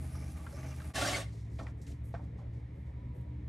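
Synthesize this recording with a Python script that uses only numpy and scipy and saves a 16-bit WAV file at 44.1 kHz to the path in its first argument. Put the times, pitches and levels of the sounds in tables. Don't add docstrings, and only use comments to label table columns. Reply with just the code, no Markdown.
import sys
import numpy as np
from scipy import signal
from scipy.fft import rfft, irfft, next_fast_len
from scipy.io import wavfile
from scipy.ndimage import uniform_filter1d, map_coordinates

SR = 44100
rng = np.random.default_rng(int(sys.argv[2]) if len(sys.argv) > 2 else 0)


def makeup_ratio(level_db):
    decades = np.asarray(level_db, float) / 20
    return 10 ** decades


def to_wav(sig):
    pcm = np.clip(np.atleast_2d(sig), -1, 1) * 32767
    pcm = np.round(pcm).astype(np.int16)
    wavfile.write(sys.argv[1], SR, pcm.T)


N = 153468
T = np.arange(N) / SR
CHANGE_S = 0.9347


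def unit(x):
    return x / np.sqrt(np.mean(x ** 2) + 1e-20)


def along(points, hz):
    f, db = np.transpose(points)
    return np.interp(np.log(hz + 1), np.log(f + 1), db)


def curves(rows):
    s, *columns = np.transpose(rows)
    return [np.interp(T, s, column) for column in columns]


def wobble(rate):
    knots = rng.standard_normal(int(N * 400 / SR) + 4)
    return map_coordinates(knots, [T * min(rate, 400)])


def filtered(x, response):
    size = next_fast_len(N + 8192)
    return irfft(rfft(x, size) * response(np.fft.rfftfreq(size, 1 / SR)), size)[..., :N]


def rings(peaks):
    def response(f):
        total = 0
        for k, (hz, width, db) in enumerate(peaks):
            total = total + (-1) ** k * makeup_ratio(db) * 1j * f * width / (hz * hz - f * f + 1j * f * width)
        return total
    return response


def bell(hz, octaves):
    return lambda f: np.exp(-(np.log2((f + 1) / hz) / octaves) ** 2 / 2)


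def grit(grain_db, patchy_db):
    grains = rng.standard_normal(N) * makeup_ratio(grain_db * np.minimum(rng.exponential(size=N), 5))
    z = signal.stft(grains, nperseg=512)[2]
    patches = uniform_filter1d(rng.standard_normal(z.shape), size=6, axis=0)
    patches = unit(uniform_filter1d(patches, size=8, axis=1))
    return unit(signal.istft(z * makeup_ratio(patchy_db * patches), nperseg=512)[1][:N])


def window(start, length, rise):
    u = (T - start) / length
    return np.sin(np.pi / 2 * np.clip(np.minimum(u / rise, (1 - u) / (1 - rise)), 0, 1)) ** 2


def machine(hz, db, orders, drift, flutter_db):
    phase = 2 * np.pi * np.cumsum(hz * (1 + drift * wobble(6.106))) / SR
    total = 0
    for multiple, order_db in orders:
        level = np.sqrt(2) * makeup_ratio(db + order_db + flutter_db * wobble(7))
        total = total + level * np.sin(multiple * phase + 2 * np.pi * rng.random())
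    return total


# (frequency [Hz], level [dB])
FAN = [(63.4, -50), (126.9, -53)]
# (time [s], frequency [Hz], level [dB])
MOWER = [(0, 77.73, -39.5), (.5, 77.27, -46), (.93, 75.46, -41), (.94, 70.04, -49.5), (1.7, 71.45, -46),
         (2.3, 73.32, -45), (2.8, 76, -49), (3.48, 75.5, -43.5)]
# (multiple of the shaft [1], level [dB])
MOWER_ORDERS = [(1, -1), (2, -13.5), (3, -20.5), (4, -20)]
# (time [s], frequency [Hz], level [dB])
BLOWER = [(0, 60, -74), (.93, 58.8, -47), (.94, 54.6, -42), (1.5, 54.8, -42), (1.8, 56, -47),
          (2.3, 57.1, -42.5), (2.8, 58.4, -45.5), (3.48, 60, -45)]
# (multiple of the shaft [1], level [dB])
BLOWER_ORDERS = [(1, -26.5), (2, -2), (3, -13.5), (4, -23)]
# (frequency [Hz], density [dB per Hz])
AIR_LOW = [(18, -57), (30, -22.5), (54, -9), (119, -12), (254, -19), (288, -16.5), (328, -22.5),
           (442, -25.5), (900, -39.5), (1170, -60), (1980, -120)]
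AIR_HIGH = [(530, -42), (900, 4), (1550, -4.5), (1820, 3.5), (2220, 2), (2590, -7), (3740, -10),
            (4580, -16), (12900, -29), (16800, -53), (22000, -120)]
# (time [s], length [s], frequency [Hz], level [dB])
FAR_TONES = [
    (2.78, 0.75, 962, -73),
    (3.168, 0.52, 303.9, -59),
]


def garden():
    sound = sum(machine(hz * np.ones(N), db, [(1, 0)], drift=.004, flutter_db=1.5) for hz, db in FAN)
    sound = sound + machine(*curves(MOWER), MOWER_ORDERS, drift=0.0035, flutter_db=1.5)
    sound = sound + machine(*curves(BLOWER), BLOWER_ORDERS, drift=0.0035, flutter_db=1)
    low = unit(filtered(grit(0, patchy_db=2.5), lambda f: makeup_ratio(along(AIR_LOW, f))))
    high = unit(filtered(grit(0, patchy_db=-0.5), lambda f: makeup_ratio(along(AIR_HIGH, f))))
    sound = sound + makeup_ratio(-51.5) * low + makeup_ratio(-71) * high
    for s, length, hz, db in FAR_TONES:
        unsteady_hz = hz * (1 + 0.0201 * wobble(60))
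        whine = machine(unsteady_hz, db, [(1, 0)], drift=0.0151, flutter_db=2.5)
        sound = sound + whine * makeup_ratio(3.7 * wobble(45)) * window(s, length, 1 / 2) ** .5
    return sound


# (frequency [Hz], level [dB])
WHEEL_LINES = [(91, -54.5), (136.4, -51.5), (181, -59.5)]
# (time [s], level [dB])
TRIM = [(0, -65), (.16, -67), (.5, -65.5), (.85, -64), (.92, -62.5)]
# (frequency [Hz], density [dB per Hz])
RIBBON = [(1470, -33), (2500, -10), (10900, -10), (12900, -14), (16800, -46), (22000, -120)]
# (time [s], level [dB])
RUMBLE = [(0, -59.5), (.25, -58), (.5, -59), (.6, -52.5), (.68, -56), (.83, -59.5), (.92, -51)]
# (frequency [Hz], width [Hz], level [dB])
BOWL = [(259, 36, 4), (640, 55, -2), (817, 57, -3.5), (1192, 75, -6.5), (1500, 310, -14),
        (2330, 470, -14.5)]
# (time [s], length [s], level [dB], frequency [Hz])
BLADE = [
    (-.3, 1, -67.5, 10060),
    (0.096, 0.29, -66, 5650),
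    (0.489, 0.33, -64, 5770),
    (0.818, 0.13, -68.5, 9500),
]


def trimming():
    rub = grit(grain_db=4, patchy_db=0.5) * makeup_ratio(1.4 * wobble(200))
    hiss = unit(filtered(rub, lambda f: makeup_ratio(along(RIBBON, f))))
    shake = grit(grain_db=2.0, patchy_db=0.5) * makeup_ratio(2.7 * wobble(39.8))
    body = unit(filtered(shake, lambda f: rings(BOWL)(f) * (f > 170)))
    sound = hiss * makeup_ratio(curves(TRIM)[0]) + body * makeup_ratio(curves(RUMBLE)[0])
    for hz, db in WHEEL_LINES:
        sound = sound + machine(hz * np.ones(N), db, [(0.95, 0)], drift=0.0096, flutter_db=3.5)
    for s, length, db, hz in BLADE:
        scrape = grit(grain_db=3.5, patchy_db=4) * makeup_ratio(1.6 * wobble(119.4))
        mode = rings([(hz, hz / 4.1, 0)])
        bite = unit(filtered(scrape, lambda f: mode(f) ** 2))
        sound = sound + makeup_ratio(db) * window(s, length, 0.27) ** .5 * bite
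    return sound * (T < CHANGE_S)


# (time [s], level [dB], centre [Hz], T60 [s])
FLICKS = [(.152, -60, 900, .06), (.409, -59, 900, .04), (.466, -54, 1200, 0.072), (.527, -58, 1100, .05),
          (.74, -56.5, 1400, 0.043), (.802, -56, 1400, .03), (.849, -61, 1500, .06), (.9, -55, 1200, .06),
          (1.589, -56.5, 3300, 0.069), (1.668, -55, 1900, .018), (1.668, -54.5, 1400, .14),
          (1.815, -64, 5970, 0.23), (1.866, -56, 4500, .025), (1.868, -64.5, 6300, 0.3),
          (1.868, -62.5, 1970, 0.18), (1.918, -64, 2800, 0.079), (2.147, -51.5, 1240, 0.086),
          (2.163, -55, 750, 0.097), (2.193, -56, 650, 0.21), (2.387, -66, 800, .1)]
# (time [s], centre [Hz])
TICKS = [(.014, 10500), (.155, 5000), (.319, 10500), (.38, 10000), (.525, 5800), (.568, 6500), (.61, 5500),
         (.671, 6000), (.709, 5000), (.818, 3800), (.854, 10000)]


def flicks():
    out, count = np.zeros(N + SR), 16384
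    t, f = np.arange(count) / SR, np.fft.rfftfreq(count, 1 / SR)
    tick_db, tick_t60 = -54.5, .015
    events = FLICKS + [(s, tick_db, hz, tick_t60) for s, hz in TICKS]
    for s, db, hz, t60 in events:
        noise = rng.standard_normal(count)
        burst = unit(irfft(rfft(noise) * bell(hz, octaves=0.63)(f)))
        onset = 1 - np.exp(-t * SR / 20)
        out[round(s * SR):][:count] += makeup_ratio(db - 60 * t / t60) * onset * burst
    return out[:N]


# (time [s], level [dB], pitch [Hz], T60 [s])
TAPS = [(.152, -53.5, 1250, 0.028), (.466, -49, 1373, 0.044), (0.574, -62, 1500, 0.064),
        (0.631, -55, 2130, 0.023), (0.803, -52, 1500, 0.033), (0.818, -56.5, 1280, 0.039),
        (1.587, -57, 2120, 0.054), (1.597, -50, 1390, 0.057), (1.592, -48, 640, 0.065),
        (1.611, -46.5, 640, 0.061), (1.613, -48, 249.5, 0.13), (1.6674, -51, 1820, 0.024),
        (2.141, -43.5, 658, 0.055), (2.148, -54.5, 1550, 0.057), (2.387, -62, 750, 0.082),
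        (2.416, -58, 600, .05)]
# (multiple of its pitch [1], level [dB])
SHAPE = [(1, 7.5), (.82, 1.5), (1.24, 0), (1.6, -10.5), (2.3, -19.5)]


def taps():
    out, t = np.zeros(N + SR), np.arange(SR // 5) / SR
    ratio, level = np.transpose(SHAPE)
    spread_octaves, crack_db, crack_share = 0.06, -8.5, 1
    for s, db, hz, t60 in TAPS:
        away, size = rng.standard_normal((2, len(SHAPE)))
        band = signal.butter(2, [hz / 2, 2.53 * hz], "band", fs=SR)
        crack = unit(signal.lfilter(*band, rng.standard_normal(len(t))))
        mode_hz = hz * ratio * 2 ** (spread_octaves * away)
        ring = makeup_ratio(level + 2 * size) @ np.sin(2 * np.pi * mode_hz[:, None] * t)
        knock = ring * makeup_ratio(-60 * t / t60) * (1 - np.exp(-t * SR / 20))
        knock = knock + makeup_ratio(crack_db - 60 * t / (crack_share * t60)) * crack
        out[round(s * SR):][:len(t)] += makeup_ratio(db) * knock
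    return out[:N]


# (time [s], length [s], frequency [Hz], level [dB])
SINGS = [(.948, .035, 1750, -40.5), (.962, 0.034, 1550, -43.5), (.978, 0.018, 2100, -44),
         (.96, 0.096, 755, -40), (.955, .07, 4120, -56), (1.01, 0.029, 1400, -39), (1.01, 0.036, 274, -38),
         (1.02, .1, 585, -41), (1.047, .015, 1550, -33.5), (1.04, 0.06, 1140, -47.5),
         (1.05, .06, 5580, -44.5), (1.06, 0.077, 2620, -57), (0.95, .04, 2700, -47), (1.07, .06, 1750, -52),
         (1.15, .06, 540, -46), (1.155, .025, 6300, -47), (1.25, 0.022, 2130, -59), (.565, .04, 1200, -64),
         (.6, 0.043, 1150, -63), (0.52, 0.048, 570, -53.5), (0.71, 0.024, 2780, -61.5),
         (.17, 0.086, 2300, -67), (.23, 0.081, 1600, -67), (0.28, 0.049, 780, -62), (.39, .04, 1150, -61),
         (.73, .026, 2000, -69), (1.593, 0.019, 2400, -58.5)]


def sings():
    out, count = np.zeros(N + SR), SR // 8
    t = np.arange(count) / SR
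    for s, length, hz, db in SINGS:
        rough, drift = (map_coordinates(knots, [t * 200]) for knots in rng.standard_normal((2, 40)))
        tone = np.sin(2 * np.pi * np.cumsum(hz * (1 + 0.016 * drift)) / SR)
        swell = np.sin(np.pi * np.clip(t / length, 0, 1))
        out[round(s * SR):][:count] += makeup_ratio(db + 3 * rough) * tone * swell
    return out[:N]


# (time [s], level [dB])
SLIDE = [(.935, -43.5), (.96, -36), (.985, -35), (1.06, -33.5), (1.11, -36.5), (1.17, -37.5),
         (1.215, -43.5), (1.26, -62.5), (1.3, -67)]
# (frequency [Hz], density [dB per Hz])
SLOT = [(88, -24), (150, -10), (277, -9.5), (459, -36.5), (745, -0.5), (980, -14), (1400, -7.5),
        (2150, -6.5), (8400, -13.5), (12900, -27), (16800, -47), (22000, -120)]
# (frequency [Hz], width [Hz], level [dB])
PLATE = [(284, 78, 0), (563, 32, 4), (640, 40, 2.5), (750, 17, 5.5), (1128, 33, -3), (1540, 54, -1),
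         (1830, 33, -5), (2490, 45, -11)]
# (time [s], length [s], lower mode [Hz], upper mode [Hz], level [dB], octave level [dB])
SQUEAK = (1.126, .04, 2080, 2230, -35.5, -10)


def clamps():
    rub = grit(grain_db=1.9, patchy_db=1.4) * makeup_ratio(1 * wobble(69.93))
    slot = unit(filtered(rub, lambda f: makeup_ratio(along(SLOT, f))))
    plate = unit(filtered(rub, rings(PLATE)))
    travel = makeup_ratio(curves(SLIDE)[0]) * (T < SLIDE[-1][0]) * (T > CHANGE_S)
    grind = unit(slot + makeup_ratio(-2) * plate) * travel

    s, length, hz, upper_hz, db, octave_db = SQUEAK
    phase = 2 * np.pi * np.cumsum(np.outer([hz, upper_hz], 1 + .004 * wobble(150)), axis=1) / SR
    squeak = np.sum(np.sin(phase) + makeup_ratio(octave_db) * np.sin(2.1 * phase), axis=0)
    squeak = squeak * (1 - .75 * window(s + .008, .012, 1 / 2))
    return grind + makeup_ratio(db) * squeak * window(s, length, 1 / 2) ** .5


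# (time [s], length [s], level [dB], centre [Hz])
RUSTLES = [(1.6, 0.16, -57.5, 600), (2.377, 0.09, -65, 600), (1.274, 0.28, -70, 5008),
           (1.473, 0.29, -72, 5460), (1.576, 0.12, -65.5, 4630), (1.659, 0.077, -71.5, 5000),
           (1.765, 0.074, -81, 6955), (1.792, 0.095, -78, 7000), (1.865, 0.11, -66.5, 5470),
           (2.027, 0.13, -71.5, 9700), (2.1, 0.17, -76.5, 4500), (2.2, 0.13, -80.5, 5500),
           (2.364, 0.1, -77, 4480), (2.5, 0.19, -81, 4680), (2.718, 0.2, -86.5, 9010),
           (2.844, 0.11, -84, 6000), (3.129, 0.15, -79, 10000), (3.47, 0.037, -86, 6100)]


def rustles():
    out = np.zeros(N)
    for s, length, db, hz in RUSTLES:
        brush = rng.standard_normal(N) * makeup_ratio(1.7 * wobble(120))
        out += makeup_ratio(db) * window(s, length, 0.23) * unit(filtered(brush, bell(hz, octaves=0.7)))
    return out


def room(x):
    t = np.arange(SR // 3) / SR
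    t60 = 0.34
    tail = rng.standard_normal((2, len(t))) * makeup_ratio(-60 * t / t60) * (t > .003)
    wet = signal.fftconvolve(x[None], tail / np.linalg.norm(tail[0]), axes=1)[:, :N]
    return filtered(wet, lambda f: f / (f + 400) * 5000 / (f + 5000))


def stereo(x, side_db, smear_s):
    t = np.arange(2048) / SR
    tail = rng.standard_normal(len(t)) * makeup_ratio(-60 * t / smear_s)

    def response(f):
        scatter = np.angle(np.fft.rfft(tail, 2 * len(f) - 2))
        share = np.clip(f / 1500, .5, 1)
        return makeup_ratio(along(side_db, f)) * 1j * np.exp(1j * share * scatter)

    side = filtered(x, response)
    return np.array([x + side, x - side])


# (frequency [Hz], side over mid [dB])
NEAR_SIDE = [(60, -74), (130, -55), (280, -87), (590, -8.5), (1260, -22.5), (2710, -6), (5810, -17.5),
             (12400, 7)]
FAR_SIDE = [(60, -37.5), (130, -35), (280, -16.5), (590, 1), (1260, -2), (2710, -6.5), (5810, -3),
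            (12400, 3)]


def scene():
    work = clamps() + taps() + sings() + flicks()
    near = stereo(work + trimming() + rustles(), NEAR_SIDE, smear_s=1 / 20)
    far = stereo(garden(), FAR_SIDE, smear_s=0.074)
    return near + makeup_ratio(-7.5) * room(work) + far


def low_pass(x):
    return signal.sosfilt(signal.butter(12, 15700, fs=SR, output="sos"), x)


# (low edge [Hz], high edge [Hz], side level [dB])
SIDE_GAP = (4800, 7800, -9)


def record(dry):
    fade_out_s, fade_in_s = 0.04, 0.026
    gain = np.maximum((CHANGE_S - T) / fade_out_s, (T - CHANGE_S) / fade_in_s)
    gain = np.clip(gain, .02, 1)
    low, high, db = SIDE_GAP
    trim_top_hz, later_top_hz = 12350, 13040
    mid = (dry[0] + dry[1]) / 2
    trim_mid = filtered(mid, lambda f: f < trim_top_hz)
    later_mid = filtered(mid, lambda f: f < later_top_hz)
    mid = np.where(T < CHANGE_S, trim_mid, later_mid)
    side = filtered((dry[0] - dry[1]) / 2, lambda f: makeup_ratio(db * ((f > low) & (f < high))))
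    return low_pass(np.array([mid + side, mid - side]) * gain)


dry = scene()
out = record(dry)
to_wav(out)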